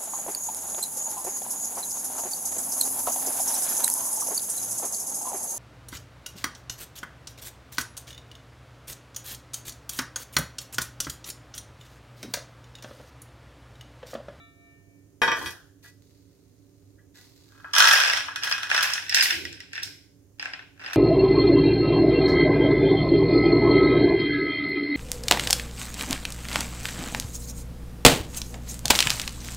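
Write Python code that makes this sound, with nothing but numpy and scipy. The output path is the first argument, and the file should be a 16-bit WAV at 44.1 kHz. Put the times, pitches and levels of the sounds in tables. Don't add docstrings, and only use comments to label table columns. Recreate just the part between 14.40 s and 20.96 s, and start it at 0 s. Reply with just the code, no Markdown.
import sys
import numpy as np
from scipy import signal
from scipy.fft import rfft, irfft, next_fast_len
from scipy.io import wavfile
from scipy.ndimage import uniform_filter1d

SR = 44100
rng = np.random.default_rng(int(sys.argv[2]) if len(sys.argv) > 2 else 0)


def generate_wav(signal):
    frames = np.transpose(np.atleast_2d(signal))
    scaled = np.clip(frames, -1, 1) * 32767
    pcm = np.round(scaled).astype(np.int16)
    wavfile.write(sys.argv[1], SR, pcm)


N = 289296
TIME = np.arange(N) / SR
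TAIL = TIME[:int(.8 * SR)]

# frequency in Hz, relative dB struck at the base, the same struck inside.
PLATE_MODES = [(476, -10, -27), (915, -4, -15), (1044, -4, -10), (1176, 0, -11), (1337, -18, -3),
               (1483, -7, -7), (1623, -5, -1), (1658, -1, -4), (1687, -6, -5), (1792, -4, -9),
               (1959, -1, -10), (2295, -8, -19), (2484, -3, -11), (2527, -17, 0), (3090, -8, -11),
               (3200, -12, -11), (3238, -18, -5), (3289, -9, -11), (3784, -13, -15), (4196, -35, -11),
               (4554, -21, -19), (4920, -25, -9), (5340, -35, -10), (5415, -23, -11), (5622, -35, -4),
               (5714, -16, -13), (6742, -34, -11), (7859, -32, -25), (8416, -52, -14), (8901, -45, -15)]
# time in seconds, share from 0 to 1.
HEAP_COVER = [(3.35, 0.01), (3.7, 0.49), (4.3, 0.29), (4.7, 1), (5.4, 1), (6.0, 1)]
# frequency in Hz, relative dB.
CLANG_SPECTRUM = [(40, -18), (100, -9), (250, -7.5), (500, -0.5), (800, -2.5), (1100, -5.5), (1700, 8.5),
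                  (2200, -20), (3300, -6.5), (4300, -22.5), (7000, -35.5), (16000, -52.5)]
CLICK_SPECTRUM = [(500, -24), (2000, -11), (5000, -0.5), (7500, -11), (9500, -9.5), (13000, -8.5),
                  (16000, -17)]


def peas_on_steel(force, spots=4, bare_ring_db=-2.5, heap_ring_db=-10, plink_db=3):
    # frequency in Hz, relative level in dB.
    loaded_modes = [(1850, 0), (2550, -10), (3350, -16), (5300, -14)]
    bare_spectrum = [(200, -50), (550, -20.5), (850, -14.5), (1300, -3), (1700, -3), (2170, -17.5),
                     (2550, -9.5), (3300, -2.5), (4500, -22), (5400, -4), (6200, -14.5), (7400, -25.5),
                     (8800, -20.5), (16000, -32.5)]
    heap_spectrum = [(200, -43), (400, -25), (800, -11), (1250, -21.5), (1550, -3), (1850, -7),
                     (2200, -2.5), (2550, 3), (3300, -1.5), (4500, -13), (5300, -4), (6300, -25.5),
                     (7500, -20), (16000, -51)]
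    hz, _, inside_db = np.transpose(PLATE_MODES)
    loaded_hz, loaded_db = np.transpose(loaded_modes)
    spot = rng.integers(0, spots, N)
    on_heap = rng.random(N) < curve(HEAP_COVER)
    out = 0
    for k in range(spots):
        steel = ring(hz, inside_db, t60=.24, scatter_db=1.5, spread=1.6)
        plink_hz = loaded_hz * (1 + 0.046 * rng.standard_normal(len(loaded_hz)))
        plink = ring(plink_hz, loaded_db, t60=0.047, scatter_db=8, spread=2.22)
        bare = knock(bare_spectrum, t60=.026, room_db=-3) + undb(bare_ring_db) * steel
        buried = knock(heap_spectrum, t60=.014, room_db=1)
        buried = buried + undb(plink_db) * plink + undb(heap_ring_db) * steel
        for response, lands in ((bare, ~on_heap), (buried, on_heap)):
            for index, push in enumerate(force * (lands & (spot == k))):
                out = out + convolve(push, unit(band(response, index)))
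    return out


def pea_flow(sag_db_per_s=28):
    # start in
    # seconds, level in dB, rise, length and settling time in seconds, hardness (treble gain) in dB.
    surges = [(2.998, -41, 0.39, 1, 0.16, -24.5), (3.308, -15.5, 0.087, 0.46, 0.35, -2.5),
              (3.997, -32, 0.034, 0.17, 0.87, -5), (4.277, -23, 0.071, 0.18, 1, -4.5),
              (4.673, -23, 0.065, 0.25, 0.27, -6), (5.01, -48.5, 0.13, 0.22, 0.36, -16),
              (5.306, -39.5, .04, 0.15, 0.17, -6), (5.982, -45, 0.0093, 0.028, 0.34, -3),
              (6.341, -36, 0.11, .23, 0.21, -10.5)]
    flow = treble = 1e-9
    for start, db, rise, length, settle, hard_db in surges:
        age = np.maximum(TIME - start, 0)
        surge = swell(start, rise, length, settle) * undb(db - sag_db_per_s * age)
        flow = flow + surge
        treble = treble + surge * undb(hard_db)
    return flow, 20 * np.log10(treble / flow)


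def pea_forces(flow, hardness_db, peas_per_s=500, reference_db=-25.5, crowding=.4, stir_s=5.9):
    # time in seconds, level in dB, hardness in dB.
    loud_peas = [(3.244, -12, -49), (3.335, -1.5, 1.5), (3.351, 3, -1), (3.382, 8.5, -1), (3.535, 9, -25),
                 (3.883, -4, -42), (3.959, -2, -5), (4.034, -3, 1), (4.071, -5, -15), (4.112, 2, -6.5),
                 (4.124, -1, 3.5), (4.231, -1, -7), (4.3, 0, -8), (4.314, 6.5, -11), (4.364, -11, 12),
                 (4.535, -12, 16), (4.578, -2.5, -11), (4.695, -9.5, 10.5), (4.746, -8, 20.5),
                 (4.773, 5.5, -11), (4.785, 2, -1.5), (4.809, 1, 8.5), (4.907, 3, -2), (5.052, -7, -3),
                 (5.128, -22, 8), (5.204, -17, 2), (5.332, -11, -2.5), (5.354, -11, -6.5),
                 (5.378, -3.5, -14), (5.432, -30.5, 30), (5.996, -9, -2), (6.026, -6, -7.5),
                 (6.056, -4.5, -12.5), (6.135, -6.5, -8.5), (6.192, -14.5, -18), (6.224, -22.5, -17),
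                 (6.462, -8.5, -5), (6.532, -3.5, -11)]
    hits = shower(peas_per_s * (flow / undb(reference_db)) ** crowding, scatter_db=7.5)
    bass_db = -3.5 - 10.5 * curve(HEAP_COVER) ** 2 + 9.5 * (TIME > stir_s)
    force = hits * flow * contact(hardness_db, bass_db)
    for start, db, hard_db in loud_peas:
        i = int(start * SR)
        force[:, i] = undb(db) * contact(hard_db, bass_db[i] - 4)
    return force


def contact(hard_db, bass_db):
    presence_db = 0.5 + 0.44 * hard_db
    return undb([bass_db - 0.18 * hard_db, np.zeros_like(hard_db), presence_db, hard_db])


def peas_on_peas(treble, count=3, shell_db=-23):
    # time in seconds, level in dB.
    clashes = [(3.3814, 10), (3.48, 7.5), (3.5277, 7.5), (4.04, -4), (4.094, -7), (4.4267, 5),
               (4.7473, 5.5), (4.8252, 8), (4.835, 7), (5.4336, -9), (6.5326, -8.5)]
    showers = [shower(500, scatter_db=5) * treble * undb(shell_db) for _ in range(count)]
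    out = sum(convolve(hits, knock(CLICK_SPECTRUM, t60=0.019, room_db=-12.5)) for hits in showers)
    for start, db in clashes:
        add(out, start, undb(db) * knock(CLICK_SPECTRUM, t60=0.1, room_db=-2.5))
    return out


def plate_set_down(ring_db=11, clang_db=6, upper_db=-13, chatter_db=-31, chatter_s=0.19):
    # time in seconds, level in dB, tilt above 800 Hz in dB per octave.
    blows = [(.8175, 0.5, 1.5), (.834, -1.5, 0), (.878, -1.5, 0.5), (.917, -4.5, 1), (1.014, -17.5, -5.5),
             (1.06, -14.5, 6.5)]
    hz, base_db, _ = np.transpose(PLATE_MODES)
    upper_hz = rng.uniform(4600, 14220, 30)
    upper_fall_db = -10 * np.log2(upper_hz / upper_hz.min())
    out = np.zeros((2, N))
    for start, db, tilt_db in blows:
        steel = undb(ring_db) * ring(hz, base_db, t60=0.21, scatter_db=1.5, spread=1)
        steel += undb(upper_db) * ring(upper_hz, upper_fall_db, t60=.28, scatter_db=7, spread=3)
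        blow = steel + undb(clang_db) * knock(CLANG_SPECTRUM, t60=0.12, room_db=-3.5)
        tilt = [(200, -tilt_db), (800, -tilt_db), (12800, 3 * tilt_db)]
        add(out, start, undb(db) * colour(blow, tilt))
    age = np.maximum(TIME - blows[0][0], 0)
    chatter = shower(700, scatter_db=4) * (age > 0) * undb(chatter_db) * np.exp(-(age / chatter_s) ** 2)
    tap = knock(CLANG_SPECTRUM, t60=0.0394, room_db=-3.5)
    tap += ring(hz, base_db, t60=0.091, scatter_db=4, spread=.9)
    return out + convolve(chatter, tap)


def plate_slides(ring_db=-9.5):
    # start in seconds, level in dB, length in seconds.
    slides = [(0.95, -44, 0.17), (1.42, -53.5, 0.069)]
    hz, base_db, _ = np.transpose(PLATE_MODES)
    bright_db = base_db + 6 * np.log2(hz / hz.min())
    grit = knock(CLICK_SPECTRUM, t60=0.031, room_db=-9)
    grit += undb(ring_db) * ring(hz, bright_db, t60=.09, scatter_db=15, spread=0.95)
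    sliding = gestures(slides, rise=0.01, stop=0.089)
    return convolve(shower(4400, scatter_db=6) * sliding, grit)


def carried_plate(level_db=-55, twin_db=-7, beat_hz=3.37, grip_s=0.59):
    # frequency in Hz, relative level in dB, time to fall 60 dB in seconds.
    lingering_modes = [(684, -8.5, 5.2), (1183, -12, 1.4), (1330, -2.5, 0.9), (1802, -9, 5.7),
                       (2298, 0, 3.2), (2840, -18, 2.8), (3530, -9.5, 0.86), (3870, -7.5, 1)]
    tone = 0
    for hz, db, t60 in lingering_modes:
        beating = 1 + undb(twin_db) * np.exp(2j * np.pi * beat_hz * rng.uniform(0.74, 1.19) * TAIL)
        phase = 2 * np.pi * hz * TAIL + rng.normal(0, 1, (2, 1))
        tone = tone + undb(level_db + db) * fade(t60) * np.imag(beating * np.exp(1j * phase))
    held = np.minimum(TAIL / 0.00045, 1) / (1 + (TAIL / grip_s) ** 8)
    return np.pad(tone * held, ((0, 0), (0, N - len(TAIL))))


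def rim_brushes(centre_hz=1660, fall_db_per_octave=22, rub_db=-8):
    # start in seconds, level in dB, length in seconds.
    touches = [(1.429, -49.5, .035), (2.572, -58, .02), (2.734, -58.5, .05)]
    hz, base_db, _ = np.transpose(PLATE_MODES)
    mode_db = base_db - fall_db_per_octave * np.abs(np.log2(hz / centre_hz))
    steel = ring(hz, mode_db, t60=0.21, scatter_db=5.5, spread=1)
    friction = shower(2000, scatter_db=5) * gestures(touches, rise=0.014, stop=0.089)
    return convolve(friction, steel + undb(rub_db) * knock(CLANG_SPECTRUM, t60=0.037, room_db=-6))


def cloth():
    # start in seconds, level in dB, length in seconds.
    tugs = [(1.576, -66, 0.19), (1.85, -74.5, .7), (2.72, -51, .06), (2.904, -63, 0.54)]
    # frequency in Hz, relative level in dB.
    rustle_spectrum = [(300, -6), (1500, -7), (2600, -8.5), (4500, 2.5), (7000, -7), (10000, -9),
                       (16000, -11.5)]
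    slips = shower(530, scatter_db=8) * gestures(tugs, rise=0.041, stop=0.63)
    return convolve(slips, knock(rustle_spectrum, t60=0.012, room_db=0))


def bumps():
    # time of the peak in seconds, level in dB, Gaussian width in seconds.
    pushes = [(0.594, -73, 0.019), (.87, -62, 0.022), (1.048, -44, 0.051), (2.555, -59, 0.011),
              (4.994, -47.5, 0.071), (5.09, -51, 0.069), (5.49, -54.5, 0.05)]
    # frequency in Hz, relative level in dB.
    thud_spectrum = [(33, -47), (55, -10.5), (80, 1.5), (140, -9), (220, -14.5), (340, -0.5), (600, -21.5),
                     (2000, -65.5)]
    envelope = sum(undb(db) * np.exp(-.5 * ((TIME - peak) / width) ** 2) for peak, db, width in pushes)
    return envelope * steady_noise(thud_spectrum)


def kitchen(air_db=-60, waver_db=2.5, drift_rad=.7):
    # frequency in Hz, relative level in dB.
    air_spectrum = [(15, -46), (28, -23.5), (50, -7), (87, -1), (175, -6), (223, -16.5), (285, -2.5),
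                    (344, -12), (405, -10.5), (451, -13), (818, -29), (3620, -36), (6560, -30),
                    (7710, -33.5), (14800, -34.5), (16000, -38)]
    # frequency in Hz, RMS level in dB.
    motor_tones = [(102.3, -63.5), (150.7, -80), (177.6, -79), (285.3, -67), (393.0, -73), (570.6, -79.5)]
    out = steady_noise(air_spectrum) * undb(air_db)
    knots = np.arange(0, 7, .08)
    for hz, db in motor_tones:
        drift, waver = (np.interp(TIME, knots, rng.standard_normal(len(knots))) for _ in range(2))
        wave = np.sin(2 * np.pi * hz * TIME + drift_rad * drift)
        out = out + np.sqrt(2) * undb(db + waver_db * waver) * wave
    return out


def ring(hz, mode_db, t60, scatter_db, spread):
    hz = hz[:, None]
    size, detune, left, right = rng.standard_normal((len(hz), 4)).T[:, :, None]
    amplitude = undb(mode_db[:, None] + scatter_db * size) * rng.choice([-1, 1], hz.shape)
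    decay_rate = np.log(1000) / t60 * (hz / 2000) ** 0.037
    modes = amplitude * np.exp(TAIL * (2j * np.pi * hz * (1 + 0.0017 * detune) - decay_rate))
    side_phase = np.array([left, right]) * spread * hz / (hz + 2000)
    return unit(np.imag(modes * np.exp(1j * side_phase)).sum(axis=1))


def knock(spectrum, t60, room_db, room_t60=.52):
    echo = noise(len(TAIL)) * fade(room_t60) * (1 - np.exp(-TAIL / 0.0013))
    direct = noise(len(TAIL)) * fade(t60)
    return unit(colour(unit(direct) + undb(room_db) * unit(echo), spectrum))


def shower(per_s, scatter_db):
    lands = rng.random(N) < per_s / SR
    hits = lands * undb(scatter_db * rng.standard_normal(N)) * rng.choice([-1, 1], N)
    power = uniform_filter1d(hits ** 2, size=1600)
    return hits / np.sqrt(np.abs(power) + 0.17 * np.mean(power))


def swell(start, rise, length, stop):
    age = np.maximum(TIME - start, 0)
    return np.minimum(age / rise, 1) ** 2 * np.exp(-np.log(1000) * np.maximum(age - length, 0) / stop)


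def gestures(rows, rise, stop):
    return sum(undb(db) * swell(start, rise, length, stop) for start, db, length in rows)


def noise(n):
    # frequency in Hz, coherence from 0 to 1.
    coherence = [(60, .72), (300, .75), (700, .65), (1400, .55), (3000, .1), (7000, .02)]
    alike = at_hz(coherence, np.fft.rfftfreq(n, 1 / SR))
    mid, side = rfft(rng.standard_normal((2, n))) * np.sqrt([(1 + alike) / 2, (1 - alike) / 2])
    return irfft([mid + side, mid - side], n)


def steady_noise(spectrum):
    return unit(colour(noise(N), spectrum)) * np.sqrt(N)


def colour(x, spectrum):
    n = 2 * next_fast_len(x.shape[-1] // 2 + 2048)
    cepstrum = irfft(np.log(undb(at_hz(spectrum, np.fft.rfftfreq(n, 1 / SR)))))
    cepstrum[1:n // 2] *= 2
    cepstrum[n // 2 + 1:] = 0
    return irfft(rfft(x, n) * np.exp(rfft(cepstrum)))[..., :x.shape[-1]]


def band(x, index):
    edges_hz = [(420, 1400), (1450, 2200), (2250, 4450), (4450, 17000)][index]
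    return signal.sosfilt(signal.butter(4, edges_hz, "band", fs=SR, output="sos"), x)


def convolve(x, response):
    return signal.oaconvolve(x[None], response, axes=1)[:, :N]


def add(out, start, sound):
    i = int(start * SR)
    out[:, i:i + sound.shape[1]] += sound[:, :N - i]


def fade(t60):
    return np.exp(-np.log(1000) * TAIL / t60)


def curve(rows):
    return np.interp(TIME, *np.transpose(rows))


def at_hz(points, hz):
    f, value = np.transpose(points)
    return np.interp(np.log(hz + 1), np.log(f), value)


def unit(x):
    return x / np.sqrt(np.sum(x ** 2) / len(x))


def undb(db):
    return 10 ** (np.asarray(db) / 20)


def scene():
    flow, hardness_db = pea_flow()
    peas = peas_on_steel(pea_forces(flow, hardness_db)) + peas_on_peas(flow * undb(hardness_db))
    plate = carried_plate() + plate_set_down() + plate_slides() + rim_brushes()
    return peas + plate + cloth() + bumps() + kitchen()


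def record(dry):
    # frequency in Hz, left minus right in dB.
    balance = [(100, -7), (380, -8), (700, 3), (1600, 0.5), (2500, 2), (4000, -3), (5500, -2.5),
               (6700, -13), (8500, 5.5), (15000, 1.5)]
    left = colour(dry[0], [(hz, db / 2) for hz, db in balance])
    right = colour(dry[1], [(hz, -db / 2) for hz, db in balance])
    low_pass = signal.ellip(10, .2, 80, 16000, fs=SR, output="sos")
    return signal.sosfilt(low_pass, np.clip([left, right], -1, 1))


dry = scene()
out = record(dry)
generate_wav(out)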